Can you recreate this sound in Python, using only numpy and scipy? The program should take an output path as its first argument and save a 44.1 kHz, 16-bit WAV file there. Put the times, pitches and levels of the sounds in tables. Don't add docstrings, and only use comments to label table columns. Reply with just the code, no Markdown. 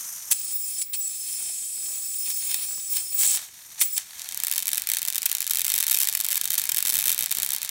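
import sys
import numpy as np
from scipy import signal
from scipy.fft import rfft, irfft, next_fast_len
from scipy.io import wavfile
from scipy.ndimage import uniform_filter1d, minimum_filter1d, map_coordinates

SR = 44100
rng = np.random.default_rng(int(sys.argv[2]) if len(sys.argv) > 2 else 0)


def materialize(psi):
    bounded = np.clip(np.atleast_2d(psi).T, -1, 1)
    quanta = np.round(bounded * 32767).astype(np.int16)
    wavfile.write(sys.argv[1], SR, quanta)


N = 339551

# start_s, relative_level_db, length_ms
VOLLEYS = [(0.3135, -5.0, 4.0), (0.3203, -5.0, 4.2), (2.3024, -12.0, 1.0), (2.3146, -15.0, 0.0),
           (2.5104, -15.0, 0.0), (2.5151, -12.0, 0.3), (2.5436, -6.0, 1.7), (2.9366, -11.0, 0.0),
           (2.9674, -13.0, 0.0), (2.9694, -10.0, 2.0), (3.1846, -11.0, 0.0), (3.193, -6.0, 0.0),
           (3.2083, -6.0, 0.0), (3.212, -8.0, 0.6), (3.2144, -8.0, 0.0), (3.2221, -8.0, 0.0),
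           (3.2269, -5.0, 0.0), (3.233, -5.0, 0.4), (3.2363, -4.0, 0.4), (3.2487, -9.0, 0.0),
           (3.2567, -4.0, 0.0), (3.2604, -6.0, 0.0), (3.2668, -9.0, 0.0), (3.2872, -11.0, 0.0),
           (3.3185, -9.0, 0.0), (3.3231, -10.0, 0.0), (3.3289, -9.0, 0.0), (3.3339, -8.0, 0.0),
           (3.339, -10.0, 0.0), (3.3434, -12.0, 0.0), (3.3493, -9.0, 0.4), (3.3524, -11.0, 1.5),
           (3.3606, -7.0, 0.0), (3.3729, -6.0, 0.0), (3.8124, -3.0, 11.9), (3.9788, -4.0, 2.4),
           (4.1956, -13.0, 0.0), (4.2186, -11.0, 0.0), (4.2454, -17.0, 0.0), (4.2898, -9.0, 0.0),
           (4.312, -15.0, 0.0), (4.3234, -11.0, 0.0), (4.346, -8.0, 0.0), (4.375, -4.0, 0.0),
           (4.4018, -6.0, 0.0), (4.4359, -4.0, 1.0), (4.4487, -4.0, 0.0), (4.4695, -5.0, 0.4),
           (4.4828, -4.0, 0.0), (4.4984, -11.0, 0.0), (4.5139, -4.0, 1.1), (4.5246, -4.0, 0.6),
           (4.5374, -5.0, 0.0), (4.5481, -12.0, 0.0), (4.5592, -5.0, 0.0), (4.5644, -5.0, 0.0),
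           (4.5796, -3.0, 1.9), (4.5924, -5.0, 0.0), (4.603, -9.0, 0.0), (4.6247, -7.0, 0.0),
           (4.6298, -8.0, 0.0), (4.6567, -7.0, 0.0), (4.6704, -4.0, 0.0), (4.6803, -4.0, 1.2),
           (4.6905, -3.0, 0.0), (4.7168, -8.0, 0.0), (4.7316, -5.0, 1.8), (4.7466, -4.0, 0.0),
           (4.7568, -7.0, 0.0), (4.7732, -5.0, 0.0), (4.7798, -3.0, 0.9), (4.7978, -10.0, 0.0),
           (4.8201, -6.0, 0.0), (4.8719, -5.0, 0.6), (4.8896, -4.0, 0.7), (4.9, -3.0, 0.5),
           (4.9171, -4.0, 1.0), (4.9361, -3.0, 1.0), (4.9479, -6.0, 0.0), (4.9584, -14.0, 0.0),
           (4.9695, -4.0, 1.3), (4.9863, -6.0, 0.0), (4.9927, -10.0, 0.0), (5.0187, -3.0, 0.0),
           (5.0298, -4.0, 0.0), (5.0517, -3.0, 0.0), (5.0631, -12.0, 0.0), (5.0766, -7.0, 0.0),
           (5.0831, -4.0, 2.3), (5.1024, -4.0, 0.0), (5.1259, -8.0, 0.0), (5.133, -11.0, 0.0),
           (5.1472, -7.0, 0.0), (5.157, -4.0, 0.6), (5.1644, -6.0, 0.0), (5.1809, -4.0, 1.6),
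           (5.2195, -9.0, 0.4), (5.2309, -4.0, 0.0), (5.2567, -4.0, 7.5), (5.2921, -12.0, 0.0),
           (5.2976, -6.0, 0.0), (5.3154, -3.0, 1.0), (5.328, -3.0, 0.0), (5.3502, -4.0, 1.3),
           (5.3698, -9.0, 0.0), (5.384, -8.0, 0.0), (5.4054, -3.0, 0.7), (5.4194, -5.0, 0.0),
           (5.4274, -9.0, 0.4), (5.4436, -10.0, 0.0), (5.4674, -3.0, 0.0), (5.4771, -4.0, 0.0),
           (5.4977, -4.0, 0.0), (5.5082, -3.0, 4.0), (5.5221, -11.0, 0.0), (5.5348, -5.0, 0.5),
           (5.548, -4.0, 0.0), (5.5569, -4.0, 0.4), (5.5712, -4.0, 1.1), (5.5863, -3.0, 0.0),
           (5.594, -4.0, 1.1), (5.6074, -5.0, 0.0), (5.6167, -4.0, 1.2), (5.6459, -4.0, 0.6),
           (5.6507, -5.0, 0.5), (5.6656, -4.0, 0.0), (5.6673, -4.0, 0.0), (5.6809, -4.0, 0.4),
           (5.6902, -11.0, 0.0), (5.6946, -6.0, 0.0), (5.7014, -4.0, 0.9), (5.7191, -4.0, 1.3),
           (5.733, -12.0, 0.0), (5.7395, -4.0, 2.7), (5.7528, -4.0, 0.0), (5.7596, -5.0, 0.0),
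           (5.7624, -5.0, 0.5), (5.7796, -4.0, 1.5), (5.7868, -5.0, 0.5), (5.7892, -11.0, 0.0),
           (5.8026, -5.0, 1.4), (5.8064, -4.0, 1.5), (5.814, -12.0, 0.0), (5.8267, -4.0, 1.3),
           (5.8379, -4.0, 0.0), (5.8425, -6.0, 0.0), (5.8671, -5.0, 0.9), (5.8806, -5.0, 0.6),
           (5.8859, -4.0, 0.0), (5.8977, -3.0, 0.7), (5.9109, -3.0, 3.0), (5.9161, -3.0, 2.9),
           (5.9281, -3.0, 0.5), (5.9379, -6.0, 0.0), (5.9439, -4.0, 4.7), (5.956, -5.0, 0.0),
           (5.9669, -5.0, 0.0), (5.9723, -5.0, 0.9), (5.9873, -5.0, 1.7), (6.0001, -6.0, 0.0),
           (6.0028, -4.0, 2.1), (6.0108, -4.0, 0.0), (6.0143, -7.0, 0.0), (6.0165, -4.0, 0.8),
           (6.0259, -5.0, 0.8), (6.0316, -5.0, 2.2), (6.0442, -4.0, 0.0), (6.0527, -7.0, 0.0),
           (6.0572, -12.0, 0.0), (6.0723, -3.0, 1.5), (6.0868, -3.0, 2.4), (6.0973, -5.0, 0.0),
           (6.1269, -4.0, 0.0), (6.1374, -8.0, 0.0), (6.1503, -3.0, 2.1), (6.1722, -6.0, 0.0),
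           (6.1758, -4.0, 0.0), (6.1931, -11.0, 0.0), (6.2022, -5.0, 1.0), (6.2105, -4.0, 0.8),
           (6.222, -14.0, 0.0), (6.2381, -13.0, 0.0), (6.2466, -3.0, 0.4), (6.2529, -5.0, 0.0),
           (6.2653, -4.0, 0.0), (6.2867, -4.0, 0.5), (6.2939, -13.0, 0.0), (6.3055, -5.0, 0.0),
           (6.312, -4.0, 0.0), (6.3157, -4.0, 0.0), (6.3209, -5.0, 0.6), (6.3294, -4.0, 0.5),
           (6.3417, -14.0, 0.0), (6.3456, -4.0, 0.0), (6.3564, -4.0, 1.2), (6.3695, -4.0, 0.0),
           (6.3732, -4.0, 0.0), (6.377, -4.0, 1.1), (6.4129, -4.0, 1.2), (6.436, -13.0, 0.0),
           (6.438, -13.0, 0.0), (6.4428, -5.0, 0.0), (6.4554, -4.0, 0.5), (6.4769, -6.0, 0.0),
           (6.4839, -13.0, 0.0), (6.5043, -4.0, 2.4), (6.5189, -4.0, 0.0), (6.5236, -12.0, 0.0),
           (6.5312, -4.0, 0.0), (6.5366, -3.0, 0.0), (6.5422, -3.0, 0.5), (6.5538, -4.0, 0.0),
           (6.5795, -4.0, 3.8), (6.5868, -7.0, 0.0), (6.59, -8.0, 0.0), (6.5966, -3.0, 0.6),
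           (6.6172, -5.0, 0.0), (6.6203, -11.0, 0.0), (6.6395, -3.0, 0.0), (6.6549, -5.0, 0.0),
           (6.6693, -12.0, 0.0), (6.6744, -11.0, 0.0), (6.6919, -3.0, 1.5), (6.6958, -4.0, 0.4),
           (6.7188, -4.0, 2.3), (6.7459, -3.0, 0.6), (6.7635, -3.0, 0.0), (6.7699, -4.0, 1.0),
           (6.7826, -3.0, 1.5), (6.7882, -3.0, 0.6), (6.8052, -4.0, 0.0), (6.8256, -3.0, 1.5),
           (6.8522, -4.0, 1.1), (6.8602, -5.0, 0.0), (6.8703, -3.0, 0.0), (6.8732, -3.0, 0.5),
           (6.8817, -5.0, 0.0), (6.8834, -5.0, 0.0), (6.8932, -4.0, 0.5), (6.8954, -4.0, 0.0),
           (6.8998, -4.0, 2.1), (6.9085, -6.0, 0.0), (6.9241, -4.0, 0.0), (6.9318, -4.0, 0.0),
           (6.9402, -4.0, 1.1), (6.9473, -4.0, 0.0), (6.9543, -3.0, 1.4), (6.9577, -4.0, 0.0),
           (6.9685, -4.0, 0.6), (6.9803, -4.0, 0.0), (6.9883, -3.0, 1.9), (6.9997, -4.0, 0.0),
           (7.0042, -13.0, 0.0), (7.0091, -3.0, 0.0), (7.0193, -5.0, 0.0), (7.0266, -3.0, 0.0),
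           (7.0405, -4.0, 0.8), (7.0559, -3.0, 0.0), (7.0579, -3.0, 0.5), (7.0634, -4.0, 0.0),
           (7.0714, -3.0, 0.5), (7.08, -3.0, 2.6), (7.0936, -3.0, 2.8), (7.1032, -4.0, 0.7),
           (7.1172, -3.0, 1.0), (7.127, -4.0, 0.5), (7.1319, -8.0, 0.0), (7.1463, -4.0, 0.0),
           (7.1793, -3.0, 0.0), (7.1903, -3.0, 0.9), (7.2002, -12.0, 0.0), (7.2087, -4.0, 0.5),
           (7.2248, -4.0, 0.5), (7.2335, -5.0, 0.0), (7.2412, -5.0, 0.0), (7.2602, -3.0, 0.4),
           (7.295, -13.0, 0.0), (7.3099, -7.0, 0.0), (7.3149, -3.0, 0.9), (7.324, -4.0, 1.0),
           (7.3503, -4.0, 0.0), (7.3572, -14.0, 0.0), (7.3709, -3.0, 0.0), (7.3855, -4.0, 0.9),
           (7.4007, -4.0, 0.0), (7.4215, -3.0, 0.0), (7.4312, -3.0, 1.0), (7.4478, -4.0, 0.0),
           (7.463, -3.0, 0.0), (7.4741, -14.0, 0.0), (7.4909, -5.0, 0.0), (7.5054, -4.0, 0.5),
           (7.52, -5.0, 0.0), (7.5332, -5.0, 0.6), (7.5373, -4.0, 0.0), (7.5488, -4.0, 0.0),
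           (7.5636, -3.0, 0.0), (7.5837, -11.0, 0.0), (7.6179, -7.0, 0.0), (7.6307, -4.0, 0.0),
           (7.6488, -8.0, 0.0), (7.6606, -14.0, 0.0), (7.6924, -4.0, 0.0)]
# pitch_hz, width_hz, gain_db
BODY_MODES = [(917, 165, -2), (1736, 200, -4.5), (2217, 440, -4.5), (2550, 49, -9), (3175, 99, -2.5),
              (3643, 193, -3), (4417, 65, -6.5)]


def amp(db):
    return 10 ** (np.asarray(db) / 20)


def unit(x):
    return x / np.sqrt(np.mean(np.abs(x) ** 2) + 1e-20)


def along(points, hz):
    f, values = np.transpose(points)
    return np.interp(np.log(hz + 1), np.log(f + 1), values)


def gains(tables):
    t = np.arange(N) / SR
    return sum(np.array([amp(np.interp(t, times, db, -200, -200)) for db in columns])
               for times, *columns in map(np.transpose, tables))


def spells(rows, edge_s=0.0052):
    t = np.arange(0, N + 40, 40) / SR
    shape = lambda s, length: np.clip(np.minimum(t - s + edge_s, s + length + edge_s - t) / edge_s, 0, 1)
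    powers = sum((amp(db)[:, None] * shape(s, length)) ** 2 for s, length, *db in rows)
    return [np.interp(np.arange(N) / SR, t, np.sqrt(power)) for power in powers]


def wobble(rate):
    knots = rng.standard_normal(int(N * rate / SR) + 4)
    return map_coordinates(knots, [np.arange(N) * rate / SR])


def filtered(x, response):
    size = next_fast_len(N + SR // 2)
    return irfft(rfft(x, size) * response(np.fft.rfftfreq(size, 1 / SR)), size)[..., :N]


def modes(table):
    return lambda f: sum(amp(db) * 1j * f * width / (hz * hz - f * f + 1j * f * width)
                         for hz, width, db in table)


def hiss(response, flicker_db, rate):
    return unit(filtered(amp(flicker_db * wobble(rate)) * rng.standard_normal(N), response))


def room_tone():
    # time_s, level_db
    levels = [(0.0, -62.5), (0.96, -67), (3, -64.5), (6.5, -60.5), (7.1, -57), (7.7, -62.5)]
    # frequency_hz, density_db
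    spectrum = [(25, -2), (55, 0.5), (140, -0.5), (400, -10), (900, -20), (2000, -4.5), (4000, -55)]
    return gains([levels])[0] * hiss(lambda f: amp(along(spectrum, f)), flicker_db=2.5, rate=56)


def room_tail(x):
    # frequency_hz, t60_s
    decays = [(300, 0.64), (3000, 0.73), (15000, 0.19)]
    hz, t, noise = signal.stft(rng.standard_normal(SR // 2), SR, nperseg=64)
    answer = signal.istft(noise * amp(-60 * t / along(decays, hz)[:, None]), SR, nperseg=64)[1]
    return signal.fftconvolve(x, answer / np.linalg.norm(answer))[:N]


def camera_creaks():
    # start_s, relative_level_db, thump_offset_db
    single_slips = [(.525, -43, -17), (1.301, -47, -16), (1.778, -46, -22), (1.824, -46, -22),
                    (2.426, -41, -22), (2.778, -41, -21), (2.788, -51, -9), (2.889, -49, -21),
                    (2.929, -43, -18), (3.121, -40, -25), (6.852, -38.5, -14), (6.899, -47, -9),
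                    (6.945, -33, -19), (6.978, -44, -8), (7.069, -32.5, -26), (7.099, -34.5, -18),
                    (7.208, -33.5, -16.5), (7.233, -32, -23), (7.314, -42, -10), (7.369, -42, -10),
                    (7.385, -33.5, -16)]
    # start_s, end_s, gap_s, relative_level_db
    judders = [(.442, .5, 0.022, -45.5), (1.385, 1.5, .019, -43.5), (1.84, 2.04, .022, -44),
               (2.279, 2.33, 0.016, -46.5), (2.484, 2.66, .021, -41), (2.684, 2.74, .024, -42),
               (2.953, 3.07, 0.023, -46.5), (3.146, 3.37, .022, -39.5), (6.865, 7.06, .021, -41)]
    judder_slips = [(s, db + rng.normal(0, 2.9), -22.5)
                    for start, end, gap, db in judders for s in np.arange(start, end, gap)]
    puffs, pushes, t = np.zeros(N + SR), np.zeros(N + SR), np.arange(SR // 20) / SR
    push = (1 - t / 0.0016) * np.exp(-t / 0.0018) * (1 - np.exp(-t / 0.00041))
    for s, db, thump_db in single_slips + judder_slips:
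        puffs[round(s * SR):][:len(t)] += rng.standard_normal(len(t)) * amp(db + 4.5 - 60 * t / 0.032)
        pushes[round(s * SR):][:len(t)] += push * amp(db + thump_db + 20)
    return filtered(puffs[:N], modes([(840, 1600, 0)])) + pushes[:N]


def corona():
    # time_s, thin_db, whistle_db
    levels = [
        [(0, -50, -33.5), (.1, -53, -34.5), (.22, -49.5, -38.5), (.3, -55, -35.5), (.315, -64, -23)],
        [(3.37, -35.5, -40), (3.43, -44.5, -38.5), (3.5, -51.5, -49.5), (3.76, -49.5, -45), (3.8, -40, -40)],
        [(3.985, -41.5, -38), (4.05, -51, -49.5), (4.2, -42.5, -40.5), (4.6, -43, -49), (6, -42, -58),
         (7.7, -41.5, -55)],
    ]
    # frequency_hz, density_db
    thin_spectrum = [(350, -57), (600, -11), (737, -8), (868, -12), (1770, -5), (3020, -5.5), (4420, 0.5),
                     (4870, -5), (5740, -4), (7650, -4.5), (15800, -8.5)]
    whistle_spectrum = [(180, -54), (300, -25), (454, -29), (974, -13.5), (4550, -19), (4870, -11.5),
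                        (5940, 2), (7250, -2), (7620, -6.5), (9770, 0), (10400, -14), (11900, -0.5),
                        (15800, -15)]
    thin_gain, whistle_gain = gains(levels)
    thin_colour = lambda f: amp(along(thin_spectrum, f)) * (1 + modes(BODY_MODES)(f))
    thin = hiss(thin_colour, flicker_db=3.5, rate=220)
    whistle = hiss(lambda f: amp(along(whistle_spectrum, f)), flicker_db=2, rate=240)
    return thin_gain * thin + whistle_gain * whistle


def wander(x, depth_db):
    bands = signal.stft(x, nperseg=512)[2]
    patches = uniform_filter1d(rng.standard_normal(bands.shape), size=4, axis=0)
    patches = uniform_filter1d(patches, size=24, axis=1)
    return unit(signal.istft(bands * amp(depth_db * unit(patches)), nperseg=512)[1][:N])


def arc_sizzle(high_gain, low_gain):
    # frequency_hz, density_db
    high_spectrum = [(2650, -42.5), (4500, -17.5), (5310, -11.5), (5800, -13.5), (7030, -5.5), (7820, -1.5),
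                     (9200, 0), (9850, -3.5), (11000, -7.5), (13100, -11.5), (14500, -54)]
    low_spectrum = [(240, -44), (400, -35), (954, -18), (1920, -15.5), (2590, -3.5), (3770, -5.5),
                    (4150, 2), (5200, -5), (6760, -29), (11400, -120)]
    high = wander(hiss(lambda f: amp(along(high_spectrum, f)), flicker_db=0, rate=230), depth_db=2.5)
    low_colour = lambda f: amp(along(low_spectrum, f)) * (.5 + modes(BODY_MODES)(f))
    low = hiss(low_colour, flicker_db=2.5, rate=200)
    return amp(1.5) * high_gain * high + amp(-1.54) * low_gain * low


def recharge(recovery_s):
    t = np.arange(N) / SR
    ends = np.sort([s + ms / 1000 for s, db, ms in VOLLEYS if db > -12])
    since = t - ends[np.clip(np.searchsorted(ends, t) - 1, 0, None)]
    return np.where(since > 0, 1 - .9 * np.exp(-(since / recovery_s) ** 2), 1)


def arc(supply_hz=15565):
    # time_s, whine_db, sizzle_db
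    burns = [
        [(.315, -33, -38.5), (.52, -36, -34), (.56, -27, -37.5), (.7, -34, -34.5), (.83, -40, -35.5),
         (.86, -36, -67), (.92, -35, -56), (.95, -30, -43), (.99, -27, -40), (1.02, -35, -36.5),
         (1.17, -38, -35.5), (1.45, -38, -32.5), (1.55, -46, -34.5), (1.72, -44, -36), (1.85, -36, -34),
         (2.12, -36, -36), (2.17, -31, -35.5), (2.5, -30.5, -33.5), (2.89, -38, -36.5), (2.925, -24, -31.5),
         (3.08, -39, -38), (3.16, -25, -36), (3.2, -23, -26.5), (3.23, -28, -26.5), (3.37, -32, -28.5)],
        [(3.795, -46, -37), (3.83, -30, -30), (3.865, -29, -42), (3.9, -37, -43), (3.94, -28, -38),
         (3.983, -35, -35)],
    ]
    # start_s, length_s, sizzle_db, low_sizzle_db
    flares = [(.315, 0.015, -19.5, -37.5), (.505, 0.025, -38, -53), (.783, .01, -32, -45.5),
              (.817, .008, -25, -40), (.935, 0.021, -31, -38.5), (1.27, 0.037, -40, -47.5),
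              (2.26, 0.063, -37.5, -46), (2.42, 0.23, -51, -45), (2.5, 0.062, -47, -40),
              (2.93, 0.081, -36, -44.5), (2.955, 0.028, -36, -44), (3.12, 0.072, -42, -52),
              (3.805, 0.034, -26, -41), (3.965, 0.015, -30.5, -40)]
    # start_s, length_s, relative_level_db
    locks = [(.335, 0.036, -36), (.785, .032, -29.5), (1.012, 0.068, -30), (1.08, .2, -44),
             (1.55, 0.62, -38.5), (2.7, 0.186, -37), (3.13, .07, -35), (3.2, 0.16, -28.5),
             (3.825, .05, -39), (3.92, .06, -38.5)]
    whine_gain, steady = gains(burns)
    flare, low_flare = spells(flares)
    lock, = spells(locks)
    sizzle_gain = np.hypot(steady, flare)
    low_gain = np.hypot(amp(-51.5) * (steady / amp(-35)) ** 1.6, low_flare)
    half_gain = np.hypot(lock, amp(-14) * steady)
    locked = uniform_filter1d(lock, size=400) > amp(-42)
    third_gain = steady * amp(np.where(locked, -14.5, -9.5))
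    phase = 2 * np.pi * supply_hz * np.arange(N) / SR

    def tone(ratio, slip_rad, flicker_db=2):
        return amp(flicker_db * wobble(120)) * np.sin(ratio * phase + slip_rad * wobble(220))

    def band(ratio, width_hz):
        return lambda f: modes([(ratio * supply_hz, width_hz, 0)])(f) ** 2

    whine = np.sqrt(2) * whine_gain * tone(1, slip_rad=.2, flicker_db=2.5)
    half = amp(3) * half_gain * tone(1 / 2, slip_rad=.75)
    thirds = hiss(lambda f: band(1 / 3, 200)(f) - band(1.04 / 3, 260)(f), flicker_db=3, rate=25)
    thirds += hiss(band(2 / 3, 700), flicker_db=3, rate=60)
    eighth_gain = sizzle_gain * amp(-16 + 6 * wobble(25))
    eighths = sum(amp(db) * tone(k / 8, slip_rad=.6) for k, db in ((3, -10), (5, 0), (6, -6)))
    sputter = amp(58) * half_gain * steady ** 2 * hiss(band(1 / 2, 2100), flicker_db=3, rate=340)
    patterns = half + third_gain * thirds + eighth_gain * eighths + sputter
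    return whine + recharge(recovery_s=.0025) * (patterns + arc_sizzle(sizzle_gain, low_gain))


def strikes(restrike_ms=.8, jitter_s=.00015, strays_per_s=20):
    short, long = np.zeros(N + SR), np.zeros(N + SR)
    for s, db, ms in VOLLEYS:
        chance = rng.standard_normal((40, 2))
        dull_db = -7.5 + 1.1 * (-5 - db) + 2.5 * chance[-1, 0]
        count = int(np.ceil(ms / restrike_ms)) + 1
        times = s + np.linspace(0, ms / 1000, count) + jitter_s * chance[:count, 0] * (count > 2)
        sizes = amp(db + 1.5 * chance[:count, 1] * (count > 1))
        at = np.round(times * SR).astype(int)
        short[at] += sizes / (1 + amp(2 * dull_db))
        long[at] += sizes / (1 + amp(-dull_db))
    stray_fires = (rng.random(N) < strays_per_s / SR) * (np.arange(N) > 4.4 * SR)
    strays = stray_fires * amp(-25 + 3 * rng.standard_normal(N))
    return short[:N] + strays, long[:N] + strays


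def sparks():
    # pitch_hz, width_hz, gain_db
    microphone = [(12220, 8160, 2.5)]
    # delay_ms, gain_db
    echoes = [(.52, -15), (1.3, -15), (3.0, -20)]
    # frequency_hz, density_db
    scatter_spectrum = [(300, -33.5), (1250, -8.5), (2800, 0), (5000, -2.5), (8500, 2), (11000, -25),
                        (16000, -1)]

    def shock(width_us):
        pulse = lambda f: np.exp(-(2 * np.pi * f * width_us * 1e-6) ** 2 / 2)
        return lambda f: 1j * f * width_us * 1e-5 * pulse(f) * modes(microphone)(f)

    short, long = strikes()
    snaps = amp(7.5) * filtered(short, shock(width_us=9)) + amp(17) * filtered(long, shock(width_us=34))
    reflections = lambda f: 1 + sum(amp(db) * np.exp(-2j * np.pi * f * ms / 1000) for ms, db in echoes)
    t = np.arange(SR // 10) / SR
    power_decay = amp(2 * (-24 - 60 * t / .012)) + amp(2 * (-31 - 60 * t / .04))
    scatter_power = np.abs(signal.fftconvolve((short + long) ** 2, power_decay)[:N])
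    scatter = hiss(lambda f: amp(along(scatter_spectrum, f)), flicker_db=1.5, rate=1500)
    return filtered(snaps, reflections) + np.sqrt(scatter_power) * scatter


def scene():
    snaps, burning = sparks(), arc()
    reverb = amp(-16.5) * room_tail(snaps) + amp(-13) * room_tail(burning)
    at_camera = filtered(snaps + burning + reverb, lambda f: 1 + modes(BODY_MODES)(f))
    return (at_camera + corona() + camera_creaks() + room_tone())[None]


def record(dry):
    bass_hz, top_hz, ceiling = 28, 16600, .72
    passband = lambda hz: hz ** 2 / (hz ** 2 + bass_hz ** 2) / (1 + (hz / top_hz) ** 80)
    sound = filtered(dry, passband)
    envelope = np.abs(signal.hilbert(sound, next_fast_len(N))[:, :N])
    gain = minimum_filter1d(1 / (1 + (envelope / ceiling) ** 6) ** (1 / 6), size=15)
    return filtered(sound * uniform_filter1d(gain, size=9), passband)


dry = scene()
out = record(dry)
materialize(out)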